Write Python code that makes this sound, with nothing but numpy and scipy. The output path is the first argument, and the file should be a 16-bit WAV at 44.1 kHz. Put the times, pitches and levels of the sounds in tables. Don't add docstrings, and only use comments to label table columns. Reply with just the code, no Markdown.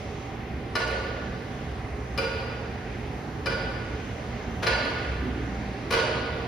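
import sys
import numpy as np
from scipy import signal
from scipy.fft import rfft, irfft, next_fast_len
from scipy.io import wavfile
from scipy.ndimage import uniform_filter1d

SR = 44100
rng = np.random.default_rng(int(sys.argv[2]) if len(sys.argv) > 2 else 0)


def to_wav(sig):
    pcm = np.clip(np.atleast_2d(sig), -1, 1) * 32767
    pcm = np.round(pcm).astype(np.int16)
    wavfile.write(sys.argv[1], SR, pcm.T)


N = 285327

# t/s, blow level/dB, ring against blow/dB, ring brightness/(dB per octave),
# tick against blow/dB, contact time/ms, place (-1 rim, 1 bar), slant (-1 flat, 1 edge-on)
KNOCKS = [(0.752, -22.5, -9.5, -1.6, -32, 1.4, -0.86, -0.35), (.874, -34, -20, -9, -25, 1.5, 0.34, .1),
          (0.907, -37.5, -14, -7.5, -27, 1.1, 2, 0.17), (2.175, -32, -12.5, 3.2, -11, .7, -0.38, -0.53),
          (2.182, -30, -5, -5, -34, 1.17, 0.82, -1.1), (3.457, -28, -14.5, 2.5, -27, 1.1, -0.81, 0.23),
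          (3.463, -29.5, -5, -2.2, -42, 2.2, 0.93, 0.18), (4.623, -15.5, -23, -7, -25, 5.6, 0.73, 0.25),
          (4.664, -18.5, -11.5, 1.8, -38, 2.74, -0.67, 0.4),
          (4.848, -36.5, -10.5, -3, -42, 1.1, 0.25, 0.24), (5.904, -20.5, -20, -5, -16, 2.4, 0.56, 0.024),
          (5.922, -24, -12.5, 1.8, -32, 1.3, -.3, .6), (5.930, -18, -11.5, -1.5, -41, 3.3, 0.56, 0.51)]
# f/Hz, level/dB, time to fade 60 dB/s, boost when hit on the bar/dB,
# boost when hit edge-on/dB, boost into the hall/dB
STEEL_TONES = [(358.8, 0, 0.072, -0.5, 6.5, 0.5), (459.6, -2.6, 0.097, 4.5, -0.5, 2.5),
               (532.2, 0.7, 0.11, 5.5, 1, 0), (616.7, -6, 0.13, -6, 4.5, 5.5), (934, 3, 0.068, 1, 0.5, 0.5),
               (1166, 13, 0.044, -1.5, -0.5, -4), (1449, 9, 0.11, 0.5, 2, 0.1),
               (1529, 1, 0.12, 1.5, 4, -1.5), (1740.5, -0.8, .12, -9.5, 0, -3),
               (2000, -6.5, 0.088, -2.5, 0, -1.5), (2203, -24, .1, -10, 0, 9.5),
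               (2395, 4, .1, 6, -3.5, -8.5), (2582, -11, 0.11, -1, -4.5, 3.5),
               (2737, -14.5, .11, -9, -2.5, 4), (2920, -6.5, 0.16, 0, -3, -3),
               (2959, 1.7, 0.08, 3, 0.5, -4), (3306, -15, .08, 4, 4, 8), (3850, -18, 0.079, 3, 0, -5),
               (4080, -0.5, 0.14, -4.5, -0.5, -7.5), (4385, -9, 0.062, -2.5, 4, 3.5),
               (4420, -8, 0.077, -5.5, -1.5, 4), (4820, 2, 0.1, 6.5, -6.5, -5),
               (4826, -7, 0.1, -4, -4.5, 1.5), (4650, -6, 0.089, -5, 4, 2), (4995, -8, .07, -1.5, 1, 4.5),
               (5220, 5, 0.036, -8, -3, -5.5)]
# f/Hz, level/dB
CLIP_COLOUR = [(200, -19), (500, 9.5), (1500, 4), (3000, -2), (5000, -1.5), (7000, -7.5), (10000, -13),
               (15000, -28)]
# t/s, f/Hz, level/dB, time to fade 60 dB/s
WEIGHT_THUDS = [(5.219, 301, -28, 0.16)]
# f/Hz, time to fade 60 dB/s
HALL_FADE = [(200, 0.96), (500, 1.97), (1500, 1.91), (3000, 1.71), (5000, 1.01), (8000, 0.57),
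             (13000, 0.29)]
# delay/s, gain in the shared sound, gain in the left-right difference
WALL_ECHOES = [(.011, 0.4, -1), (.023, -0.33, -0.095), (0.048, 0.46, .3), (.063, .55, -.5),
               (.12, 0.37, 0.009)]
# f/Hz, level/dB
AIR_COLOUR = [(28, -34), (40, -7.5), (62, 1), (100, -4.5), (160, -8), (250, -10.5), (400, -16), (630, -16),
              (1000, -21), (2000, -27), (2600, -32), (4000, -37), (6300, -39.5), (10000, -56), (15000, -61)]
# f/Hz, half-width/Hz, level/dB
DUCT_TONES = [(112.2, 1.9, -58.5), (233.5, 11, -51.5), (420.4, 15.3, -51), (738, 10, -52.5),
              (779.5, 7.8, -51)]
# start t/s, hold/s, rise/dB
RUMBLE_SURGES = [(5.05, 0.51, 15)]
# f/Hz, centre level/dB, side level/dB, their likeness (used from -1 to 1)
STEREO_COLOUR = [(30, 0, -45, -0.53), (78.6, -1.5, -20, -1.06), (161, 0.5, -13.5, -0.98),
                 (370, 2.5, -8.5, -0.82), (690, -0.5, -8, -0.41), (1420, -0.5, -1, -0.14),
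                 (2216, 6, -6, -0.29), (2140, -1.5, -18, 0.028), (2380, 4, 3, -0.038),
                 (4810, 0.5, -5, 0.0097), (6880, -4.5, -1, 0.12), (7900, -39.5, 6, 0), (8700, -25, -2, 0),
                 (9050, 0, 12, 0.25), (9330, 0.5, -1, 0), (9900, 1, -33, 0), (13400, 0.5, -44, 0),
                 (13400, 7, -9, 0), (14500, -8, 6, 0), (14900, -49, -4, 0)]

SIZE = next_fast_len(N + 2 * SR)
T = np.arange(N) / SR
F = np.maximum(np.arange(SIZE // 2 + 1) * SR / SIZE, 1)


def handles():
    out, t = np.zeros((2, N)), T[:SR // 2]
    hz, tone_db, fade_s, bar_db, edge_db, hall_db = np.transpose(STEEL_TONES)[:, :, None]
    shade = undb(np.interp(t, [.024, .029], [0, -18]))
    for start, blow_db, ring_db, tilt_db, tick_db, contact_ms, place, slant in KNOCKS:
        chance_db = rng.standard_normal((len(hz), 1))
        balance_db = tilt_db * np.log2(hz / 1500) + place * bar_db + slant * edge_db
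        gain = undb(tone_db + ring_db + balance_db + chance_db)
        tones = gain * fade(t, fade_s) * np.sin(2 * np.pi * hz * t)
        ring = np.array([shade * tones.sum(axis=0), (undb(hall_db) * tones).sum(axis=0)])
        knock = ring + clip_rattle(t, contact_ms) + tick(t, tick_db)
        progress = 1000 * t / contact_ms
        onset = 1 - (1 + progress) * np.exp(-progress)
        add(out, undb(blow_db) * knock * onset, start)
    return out


def clip_rattle(t, contact_ms):
    top_hz = 37000 / contact_ms
    softening = 1 / np.sqrt(1 + (F / top_hz) ** 2)
    colour = undb(along(CLIP_COLOUR)[0]) * softening
    return coloured_noise(len(t), colour, db=-1.12) * fade(t, .084)


def tick(t, db):
    treble = (F > 6500) * F ** -.6
    return coloured_noise(len(t), treble, db) * fade(t, .054)


def far_weight():
    out, t = np.zeros(N), T[:SR]
    onset = 1 - np.exp(-t / .0048)
    for start, hz, db, fade_s in WEIGHT_THUDS:
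        body = coloured_noise(len(t), peak(hz, width_hz=60), db)
        add(out, body * fade(t, fade_s) * onset, start)
    return out


def hall(x, tail_db=-31, build_s=.022, echo_top_hz=5060):
    t = T[:2 * SR]
    noise = rfft(rng.standard_normal((2, len(t))), SIZE)
    tail = sum(irfft(noise * shape ** 2, SIZE)[:, :len(t)] * fade(t, along(HALL_FADE, hz)[0])
               for hz, shape in bands(per_octave=1))
    spectrum = rfft(tail * (1 - np.exp(-(t / build_s) ** 2)), SIZE)
    power = np.abs(spectrum) ** 2
    near, wide = (uniform_filter1d(power, int(hz * SIZE / SR)) + 1e-12 for hz in (8, 400))
    even_tail = undb(tail_db) * irfft(spectrum * np.sqrt(wide / near), SIZE)[:, :len(t)]
    echoes = np.zeros_like(even_tail)
    for delay, *gains in WALL_ECHOES:
        echoes[:, int(delay * SR)] = gains
    dull = 1 / (1 + 1j * F / echo_top_hz) ** 2
    return shaped(x, rfft(echoes, SIZE) * dull + rfft(even_tail, SIZE))


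def ventilation(air_db=-34.5, flicker_db=2):
    noise = rfft(rng.standard_normal((2, N)), SIZE) * undb(along(AIR_COLOUR)[0])
    swell_db = wander(.4)
    air = sum(undb(swell_db + flicker_db * wander(6)) * irfft(noise * shape ** 2, SIZE)[:, :N]
              for _, shape in bands(per_octave=2))
    out = level(air, air_db)
    for hz, width_hz, db in DUCT_TONES:
        out += level(shaped(rng.standard_normal((2, N)), peak(hz, width_hz)), db)
    return out


def mains_hum(hz=119.4, db=-42.5):
    return level(np.sin(2 * np.pi * hz * T), db)


def rumble(hz=62.8, base_db=-48, wander_db=7.5, rise_s=.024, fall_s=.16):
    surge_db = sum(np.interp(T - start, np.cumsum([0, rise_s, hold, fall_s]), [0, db, db, 0])
                   for start, hold, db in RUMBLE_SURGES)
    waver = 1 - .85 * surge_db / surge_db.max()
    pitch_hz = hz + 5 * waver * wander(8.2)
    drone = level(np.sin(2 * np.pi * np.cumsum(pitch_hz) / SR), base_db)
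    return drone * undb(surge_db + wander_db * waver * wander(6.2))


def undb(db):
    return 10 ** (np.asarray(db) / 20)


def along(table, hz=F):
    table_hz, *columns = np.transpose(table)
    return [np.interp(np.log(hz), np.log(table_hz), column) for column in columns]


def shaped(x, gain):
    return irfft(rfft(x, SIZE) * gain, SIZE)[..., :N]


def level(x, db):
    return x * undb(db) / np.sqrt(np.mean(x ** 2))


def coloured_noise(samples, colour, db):
    return level(shaped(rng.standard_normal(samples), colour)[:samples], db)


def peak(hz, width_hz):
    return 1 / (1 + ((F - hz) / width_hz) ** 2)


def wander(per_s):
    hold = int(SR / per_s)
    steps = np.repeat(rng.standard_normal(N // hold + 1), hold)
    return .92 * uniform_filter1d(uniform_filter1d(steps, hold), hold)[:N]


def bands(per_octave):
    for hz in 25 * 2 ** (np.arange(10 * per_octave) / per_octave):
        yield hz, np.cos(np.pi / 2 * np.clip(per_octave * np.log2(F / hz), -1, 1))


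def add(out, x, start_s):
    i = int(start_s * SR)
    out[..., i:i + x.shape[-1]] += x[..., :N - i]


def fade(t, fade_s):
    return undb(-60 * t / fade_s)


def scene():
    direct, into_hall = handles() + far_weight()
    row_gains = np.array([[1], [.48]])
    return direct * row_gains + hall(into_hall) + ventilation() + mains_hum() + rumble()


def record(dry):
    shared, apart = dry
    centre_db, side_db, likeness = along(STEREO_COLOUR)
    likeness = np.clip(likeness, -1, 1)
    centre = shaped(shared, undb(centre_db))
    side = shaped(shared, undb(side_db) * likeness)
    side += shaped(apart, undb(side_db) * np.sqrt(1 - likeness ** 2))
    top_cut = signal.ellip(8, .2, 70, 15700, fs=SR, output="sos")
    return signal.sosfilt(top_cut, np.array([centre + side, centre - side]))


dry = scene()
out = record(dry)
to_wav(out)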